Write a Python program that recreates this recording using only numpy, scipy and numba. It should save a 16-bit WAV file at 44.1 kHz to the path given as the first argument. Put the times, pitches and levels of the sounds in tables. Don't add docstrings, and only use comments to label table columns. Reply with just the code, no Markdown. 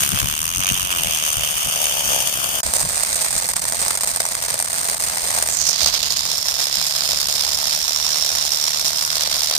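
import sys
import numpy as np
from scipy import signal
from scipy.fft import rfft, irfft
from scipy.io import wavfile
from scipy.ndimage import uniform_filter1d
from numba import njit

SR = 44100
rng = np.random.default_rng(int(sys.argv[2]) if len(sys.argv) > 2 else 0)


def log_audio(samples):
    frames = np.atleast_2d(samples).T
    limited = np.clip(frames, -1, 1)
    pcm = np.round(limited * 32767).astype(np.int16)
    wavfile.write(sys.argv[1], SR, pcm)


N = 422478

# (time [s], speed [turns per s])
SPEED = [(0.0, 71), (0.25, 71.9), (0.47, 81.6), (0.51, 86), (0.62, 93.8), (0.87, 92.8), (0.92, 89.7),
         (1.01, 80.9), (1.06, 79), (1.46, 74.9), (1.55, 75.3), (1.72, 78.0), (1.93, 71.8), (2.09, 72.4),
         (2.22, 65.6), (2.29, 65.6), (2.5, 70.4), (2.6, 71.8), (2.64, 85), (4.1, 87), (5.2, 83), (6.1, 74),
         (6.65, 69.5), (6.9, 72), (7.49, 72.2), (7.81, 76.1), (8.22, 75.8), (8.41, 73.9), (8.93, 76),
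         (9.58, 75.5)]
UNSTEADY = [.001, .002, .02, .005]
START_TURN = 0.8


def rotor():
    wavering = 1 + by_hold(UNSTEADY) * drift(25)
    turns_per_s = in_time(SPEED)[0] * wavering
    return START_TURN + np.cumsum(turns_per_s) / SR


# (time [s], bite [0 free - 1 held], stutter [dB])
BITE = [(0, 0.2, -2.5), (.5, 0.045, 0), (.66, 0.01, 5), (.75, 0.18, 2.2), (1.4, 0.28, 0.5),
        (2.6, 0.68, 0.7), (2.64, 0.62, 0), (3.4, 0.44, 2.4), (4.2, 0.5, 1.3), (5.4, 0.37, 0.5),
        (5.85, 0.46, 3), (6.3, 0.32, 1.5), (7.3, 0.24, 1.5), (7.9, 0.27, 0.2), (8.7, .27, 1.3),
        (9.58, 0.25, 3.2)]
# (grit [dB], rotor thump [dB], change of knocks and grit in the two low bands [dB])
RATTLE = [(-10.5, 17.5, -14), (-10, 18.5, -6), (-13.5, 5.5, -1.3), (-12, 7.5, -4.5)]
# (low end [Hz], high end [Hz], likeness at the two ports [0-1], burst width [s], extra grit [dB])
KNOCK_BANDS = [(40, 727, 0.79, 0.0021, -1), (870, 1930, 0.4, .002, 0), (2160, 4900, 0.1, 0.0016, 3.5),
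               (4920, 18000, 0.24, .0018, -1)]
# (frequency [Hz], gain [dB])
BODY = [(60, -16.5), (180, -3.5), (340, -8.5), (640, 10), (900, 7), (1600, 1), (3000, -3), (6000, 2.5),
        (10000, -2), (14500, -2.5), (15400, 3), (15900, -18), (16100, -47)]
KNOCK_FREE_DB, KNOCK_HELD_DB = 3.5, -28.5
STRAY_FREE_PER_S, STRAY_HELD_PER_S = 43, 170
GRIT_FREE_DB, GRIT_HELD_DB = -2, 0.5
STUTTER_TOP = 0.83


def rattle(turns):
    bite, stutter_db = in_time(BITE)
    knock_db = KNOCK_FREE_DB + bite * (KNOCK_HELD_DB - KNOCK_FREE_DB)
    stray_per_s = STRAY_FREE_PER_S + bite * (STRAY_HELD_PER_S - STRAY_FREE_PER_S)
    grit_db, thump_db, low_bands_db = map(by_hold, np.transpose(RATTLE))
    grit_db = grit_db + GRIT_FREE_DB + bite * (GRIT_HELD_DB - GRIT_FREE_DB)

    each_turn = np.diff(np.floor(turns), prepend=0)
    stray_at = rng.random(N) < stray_per_s / SR
    stray_db = 2.4 * np.minimum(rng.exponential(1, N), 2) - 12
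    clicks_of_knocks = each_turn * from_db(knock_db) + stray_at * from_db(stray_db)
    blow_shape = hard_knocks()
    held_db = stalls_db()
    catching = drift(44)
    catching = catching - 0.22 * uniform_filter1d(catching, size=SR // 20)

    chatter, blows = 0, 0
    for low_hz, high_hz, alike, burst_s, extra_db in KNOCK_BANDS:
        colour_db = 1.4 * rng.standard_normal(N) + 1.4 * drift(6.4)
        knocks = burst(from_db(colour_db) * clicks_of_knocks, burst_s)
        grit = from_db(grit_db + extra_db)
        swing = np.minimum(catching + 0.64 * drift(33), STUTTER_TOP)
        stutter = from_db(stutter_db * swing + held_db + low_bands_db * (low_hz < 1500))
        noise = two_paths(alike, low_hz, high_hz)
        chatter = chatter + noise * stutter * (knocks + grit)
        blows = blows + noise * blow_shape

    chatter = coloured(chatter, BODY) + rotor_thump(each_turn, thump_db)
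    treble = band_pass(chatter[0], 9800, 15000, order=4)
    treble_rms = np.sqrt(uniform_filter1d(treble ** 2, size=SR // 5))
    return chatter * from_db(loudness_db()) / treble_rms + coloured(blows, BODY)


# (frequency [Hz], gain [dB])
THUMP = [(50, -13.5), (150, -2.5), (300, -6), (600, 5), (1100, 4.5), (1600, 3), (2400, -29.5), (16000, -61)]
# (time [s], half width [s], swell [dB])
THUMP_SWELL = (7.4, 0.13, 5.6)
THUMP_PATCHY_DB = 2.5


def rotor_thump(each_turn, thump_db):
    swell_s, width_s, swell_db = THUMP_SWELL
    distance = (np.arange(N) / SR - swell_s) / width_s
    thump_db = thump_db + swell_db * np.exp(-.5 * distance ** 2)
    pulses = each_turn * from_db(thump_db + 2.0 * drift(2.0) + rng.standard_normal(N))
    pulses = np.roll(pulses, round(0.002976 * SR))
    thump = 0
    for low_hz, high_hz in [(40, 450), (450, 900), (900, 3000)]:
        patchy = from_db(THUMP_PATCHY_DB * drift(5.1))
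        thump = thump + patchy * band_pass(pulses, low_hz, high_hz)
    return coloured(thump[None], THUMP)


# (time [s], relative level [dB])
HARD_KNOCKS = [(.645, -14), (2.631, -8), (2.736, -2), (2.783, -9), (3.157, -8), (3.488, -3.5), (3.534, -12),
               (3.652, -7), (3.722, -6.5), (3.815, -9), (3.881, -2), (3.952, -7.5), (3.973, -4),
               (4.008, -5), (4.033, -10), (4.073, -5), (4.16, -4.5), (4.201, -5), (4.252, -6), (4.502, -6),
               (4.624, -9), (4.644, -12), (4.699, -15), (4.843, -10), (4.996, -15), (5.022, -6),
               (5.424, -1), (5.805, -11), (5.859, -6), (6.028, -7), (6.252, -8), (6.292, -14), (6.668, -10),
               (6.813, -5), (7.108, -8), (7.285, -6.5), (7.466, -9), (7.512, -14), (7.671, -6),
               (8.246, -11), (8.351, -8.5), (8.504, -21), (8.795, -8), (8.845, -6), (9.295, -16),
               (9.51, -5.5)]
KNOCK_LOSS_DB, BLOW_S = -14, 0.00095
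SCRAPE_S, SCRAPE_DB = 0.0079, -18.5


def hard_knocks():
    at_s, level_db = np.transpose(HARD_KNOCKS)
    hard = clicks(zip(at_s, level_db + KNOCK_LOSS_DB))
    keep = np.exp(-1 / (SCRAPE_S * SR))
    scrape = signal.lfilter([1], [1, -keep], from_db(SCRAPE_DB) * hard + 1e-18)
    return smooth(hard, BLOW_S) + scrape


# (time [s], dip [dB])
STALLS = [(0.651, -9), (.663, -3), (3.298, -8), (3.322, -5), (3.408, -5), (3.524, -11), (3.547, -19),
          (3.608, -12), (3.785, -5), (3.97, -17), (3.995, -14), (4.052, -11), (4.13, -9), (4.189, -8),
          (4.223, -3), (4.341, -6), (4.407, -8), (4.473, -14), (4.564, -7), (4.62, -9), (4.637, -9),
          (4.665, -10), (4.693, -11), (4.957, -10), (4.986, -16), (5.45, -8), (5.986, -7), (6.014, -9),
          (6.151, -8), (6.275, -3), (6.44, -7), (7.263, -7), (7.565, -7), (8.726, -8), (9.093, -6),
          (9.243, -5), (9.32, -4)]
STALL_S = 0.0036
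HUSH_DB, HUSH_LEAD_S = -5, 0.0029


def stalls_db():
    dips = np.zeros(N)
    stall_s, dip_db = np.transpose(STALLS)
    dips[(stall_s * SR).astype(int)] = dip_db
    blow_s = np.transpose(HARD_KNOCKS)[0]
    dips[((blow_s - HUSH_LEAD_S) * SR).astype(int)] += HUSH_DB
    shape = np.exp(-.5 * (np.arange(-600, 601) / SR / STALL_S) ** 2)
    return signal.oaconvolve(dips, shape, "same")


# (time [s], level [dB])
MOTOR = [(0, -30), (.18, -33.5), (.45, -35), (.66, -33.5), (.85, -34.5), (1.2, -33.5), (2.0, -32.5),
         (2.35, -32), (2.6, -32.5), (2.64, -35), (3.3, -32.5), (3.62, -36), (4.35, -36), (5.2, -34),
         (6.0, -34.5), (6.7, -33.5), (7.1, -32), (7.9, -33), (8.8, -32.5), (9.58, -32)]
# (time [s], swell [dB])
SURGES = [(1.0, 1), (1.25, 1), (1.83, 2.5), (2.14, 3), (2.75, 2.5), (3.82, 3), (4.12, 1.5), (4.5, 2.5),
          (4.88, 2), (5.38, 2.5), (5.85, 1.5), (6.62, 1)]
SURGE_S = 0.044


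def loudness_db():
    s = np.arange(0, N / SR + .01, .005)
    swells = sum(db * np.exp(-.5 * ((s - at) / SURGE_S) ** 2) for at, db in SURGES)
    return in_time(MOTOR)[0] + np.interp(np.arange(N) / SR, s, swells)


# (time [s], centre [Hz], width [Hz], gain [dB])
RING = [(0, 6200, 900, -2), (.45, 6300, 900, -2), (.55, 6300, 800, 3), (.68, 6300, 800, 4),
        (.8, 6330, 900, -2), (1.05, 6250, 900, -2.5), (1.17, 6200, 900, 1.5), (1.5, 6300, 900, -1.5),
        (2.2, 6300, 900, 2), (2.35, 6300, 900, -3), (2.64, 5540, 250, -4.5), (7.5, 5670, 250, -2),
        (8, 5600, 220, 3.5), (9.58, 5840, 250, 5.5)]


def housing_ring(x):
    return bell(x, *in_time(RING))


HUM_DB = [-58, -61, -63]


def hum(turns):
    heard = by_hold([0, 0, 0, 1])
    tones = 0
    for order, db in enumerate(HUM_DB, start=1):
        strength = np.sqrt(2) * heard * from_db(db + 3.7 * drift(2.2))
        tones = tones + strength * np.sin(2 * np.pi * order * turns)
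    return tones


# (time [s], level [dB])
GUSTS = [(0, -33.5), (.34, -40), (1.5, -44.5), (2.61, -44), (2.8, -41), (4.56, -43.5), (5.9, -41.5),
         (6.6, -49), (7.3, -44), (8.7, -48), (9.58, -46.5)]
# (time [s], peak level [dB])
PUFFS = [(0.118, -28), (0.22, -27), (0.568, -33), (0.705, -31), (0.829, -36), (1.05, -32), (1.364, -39),
         (1.652, -34), (2.649, -28.5), (2.827, -27.5), (3.341, -38), (5.83, -41), (6.771, -36)]
# (frequency [Hz], relative gain [dB])
WIND = [(15, -27), (30, -2.5), (62, 2), (100, -3), (150, -3), (250, -12), (400, -23.5), (800, -31),
        (16000, -87)]
SHELTER_DB = [-34, -20, -4.5, -8]


def wind():
    rumble = coloured(rng.standard_normal((2, N)), WIND)
    high_pass = signal.butter(2, 40, "high", fs=SR, output="sos")
    rumble = rms_one(signal.sosfilt(high_pass, rumble))
    strength = from_db(in_time(GUSTS)[0]) + smooth(clicks(PUFFS), 0.012)
    left_db = 2.0 * drift(12.0)
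    right_db = by_hold(SHELTER_DB) + 1.2 * drift(2.5)
    return rumble * strength * from_db([left_db, right_db])


LAG_SAMPLES = [23, 18, 14, 16]


def later(x):
    return np.interp(np.arange(N) - np.round(by_hold(LAG_SAMPLES)), np.arange(N), x)


# (time [s], centre [Hz], width [Hz], gain [dB])
HAND = [(0, 3070, 1090, 10.5), (.4, 2950, 1200, 15.5), (.6, 2950, 1200, 15), (.68, 2960, 1280, 18.5),
        (2.6, 3120, 1020, 15), (2.64, 8510, 1800, 18.5), (5.45, 8670, 1860, 16), (5.62, 6430, 4070, 16.5),
        (5.8, 4500, 4230, 12.5), (6.1, 5070, 2300, 12.5), (6.35, 5480, 1360, 16.5), (7, 5180, 1370, 14),
        (8, 5440, 1460, 15.5), (8.6, 5340, 1390, 14.5), (9.58, 5070, 1450, 11)]


def hand_hollow(x):
    return bell(x, *in_time(HAND))


# (centre [Hz], width [Hz], gain [dB])
LEFT_PORT = [
    [(8810, 1400, 12.5), (6500, 730, 9), (12800, 640, 4), (3860, 410, -11), (7500, 780, -11),
     (2080, 150, -7), (1090, 800, 8.5)],
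    [(8870, 880, 10.5), (6300, 630, 5), (12300, 430, 5), (4070, 360, -18), (7450, 570, -3.5),
     (2200, 320, -16), (1150, 310, 0)],
    [(8930, 1320, 15), (6100, 3600, 1.5), (12100, 510, 7), (3100, 1140, -6.5), (9800, 1600, -5.5),
     (2030, 990, 8), (1570, 2600, -0.8)],
    [(9160, 1700, 11.5), (5800, 1200, 2), (12070, 630, 5.5), (3220, 1600, -7), (9780, 2200, -4),
     (1860, 1240, 4.5), (1230, 1300, 0)],
]
RIGHT_PORT = [
    [(6300, 1100, 7), (4500, 1340, -13), (7300, 800, -3.5), (12600, 640, 8.7), (348, 1500, -1),
     (5360, 600, -0.5)],
    [(6440, 1300, 6), (3970, 850, -18), (7660, 630, -18), (12600, 450, 5), (348, 2900, -8.5),
     (5300, 600, -5.5)],
    [(5260, 3700, 5), (2140, 3500, -2), (10100, 2300, -2.5), (12300, 700, -5), (900, 750, -1),
     (5850, 800, -0.5)],
    [(7150, 1330, 9), (3620, 1810, 9), (8700, 1420, -14.5), (11900, 550, 5.5), (816, 3900, -3),
     (6300, 540, -2)],
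]


def port(x, holds):
    for resonance in np.transpose(holds, axes=(1, 2, 0)):
        x = bell(x, *map(by_hold, resonance))
    return x


# (time [s], hold number [0-3])
HOLD = [(0, 0), (2.6, 1), (2.64, 2), (5.45, 2), (6.2, 3)]


def by_hold(values):
    s, hold = np.transpose(HOLD)
    value_at_hold = np.take(values, hold.astype(int))
    return in_time(list(zip(s, value_at_hold)))[0]


def from_db(db):
    return np.exp(np.asarray(db) * (np.log(10) / 20))


def rms_one(x):
    return x / np.sqrt(np.mean(x ** 2) + 1e-20)


def in_time(rows):
    s, *columns = np.transpose(rows)
    return [np.interp(np.arange(N) / SR, s, c) for c in columns]


def smooth(x, seconds):
    r = np.exp(-1 / (seconds * SR))
    return signal.lfilter([np.e / (seconds * SR)], [1, -2 * r, r * r], x + 1e-18)


def drift(per_s):
    return rms_one(smooth(rng.standard_normal(N), 1 / (2 * np.pi * per_s)))


def clicks(events):
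    train = np.zeros(N)
    for s, peak_db in events:
        train[round(s * SR)] = from_db(peak_db)
    return train


def burst(x, seconds):
    s = np.arange(round(4 * seconds * SR)) / SR / seconds - 2
    swell, tick = 0.69 * np.exp(-2 * s ** 2), 0.39 * np.exp(-30 * s ** 2)
    return signal.oaconvolve(x, swell + tick)[:N]


def band_pass(x, low_hz, high_hz, order=2):
    return signal.sosfilt(signal.butter(order, [low_hz, high_hz], "band", fs=SR, output="sos"), x)


def two_paths(alike, low_hz, high_hz):
    shared, *own = rng.standard_normal((3, N))
    alike = np.clip(alike, 0, 1)
    mix = np.sqrt(alike) * shared + np.sqrt(1 - alike) * np.array(own)
    return band_pass(mix, low_hz, high_hz)


def coloured(x, spectrum):
    size = 4096
    hz, db = np.transpose(spectrum)
    grid = np.maximum(np.arange(size // 2 + 1) * SR / size, 1)
    cepstrum = irfft(np.log(from_db(np.interp(np.log(grid), np.log(hz), db))))
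    cepstrum[1:size // 2] *= 2
    cepstrum[size // 2 + 1:] = 0
    response = irfft(np.exp(rfft(cepstrum)))
    return signal.oaconvolve(x, response[None], axes=1)[:, :N]


def bell(x, hz, width, db):
    hz, width, db = hz[::32], width[::32], db[::32]
    settings = np.cos(2 * np.pi * hz / SR), np.tan(np.pi * width / SR), from_db(db / 2)
    return moving_bell(x, *np.repeat(settings, 32, axis=1))


@njit
def moving_bell(x, cos_w, alpha, gain):
    y = np.zeros_like(x)
    for i in range(2, len(x)):
        up, down = alpha[i] * gain[i], alpha[i] / gain[i]
        y[i] = ((1 + up) * x[i] - 2 * cos_w[i] * (x[i - 1] - y[i - 1]) + (1 - up) * x[i - 2]
                - (1 - down) * y[i - 2]) / (1 + down)
    return y


def scene():
    turns = rotor()
    left, right = (housing_ring(side) for side in rattle(turns))
    left = port(left, LEFT_PORT)
    right = port(hand_hollow(later(right)), RIGHT_PORT)
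    return np.array([left, right]) + hum(turns) + wind()


# (time [s], gain [dB])
GAP = [(2.604, 5), (2.612, -14), (2.62, -25), (2.627, -62), (2.632, 1.5)]
CUTOFF_HZ = 16400


def record(dry):
    rounded = 1.151 * np.tanh(dry / 1.187)
    wet = rounded * from_db(in_time(GAP)[0])
    return signal.sosfilt(signal.cheby2(12, 70, CUTOFF_HZ, fs=SR, output="sos"), wet)


dry = scene()
out = record(dry)
log_audio(out)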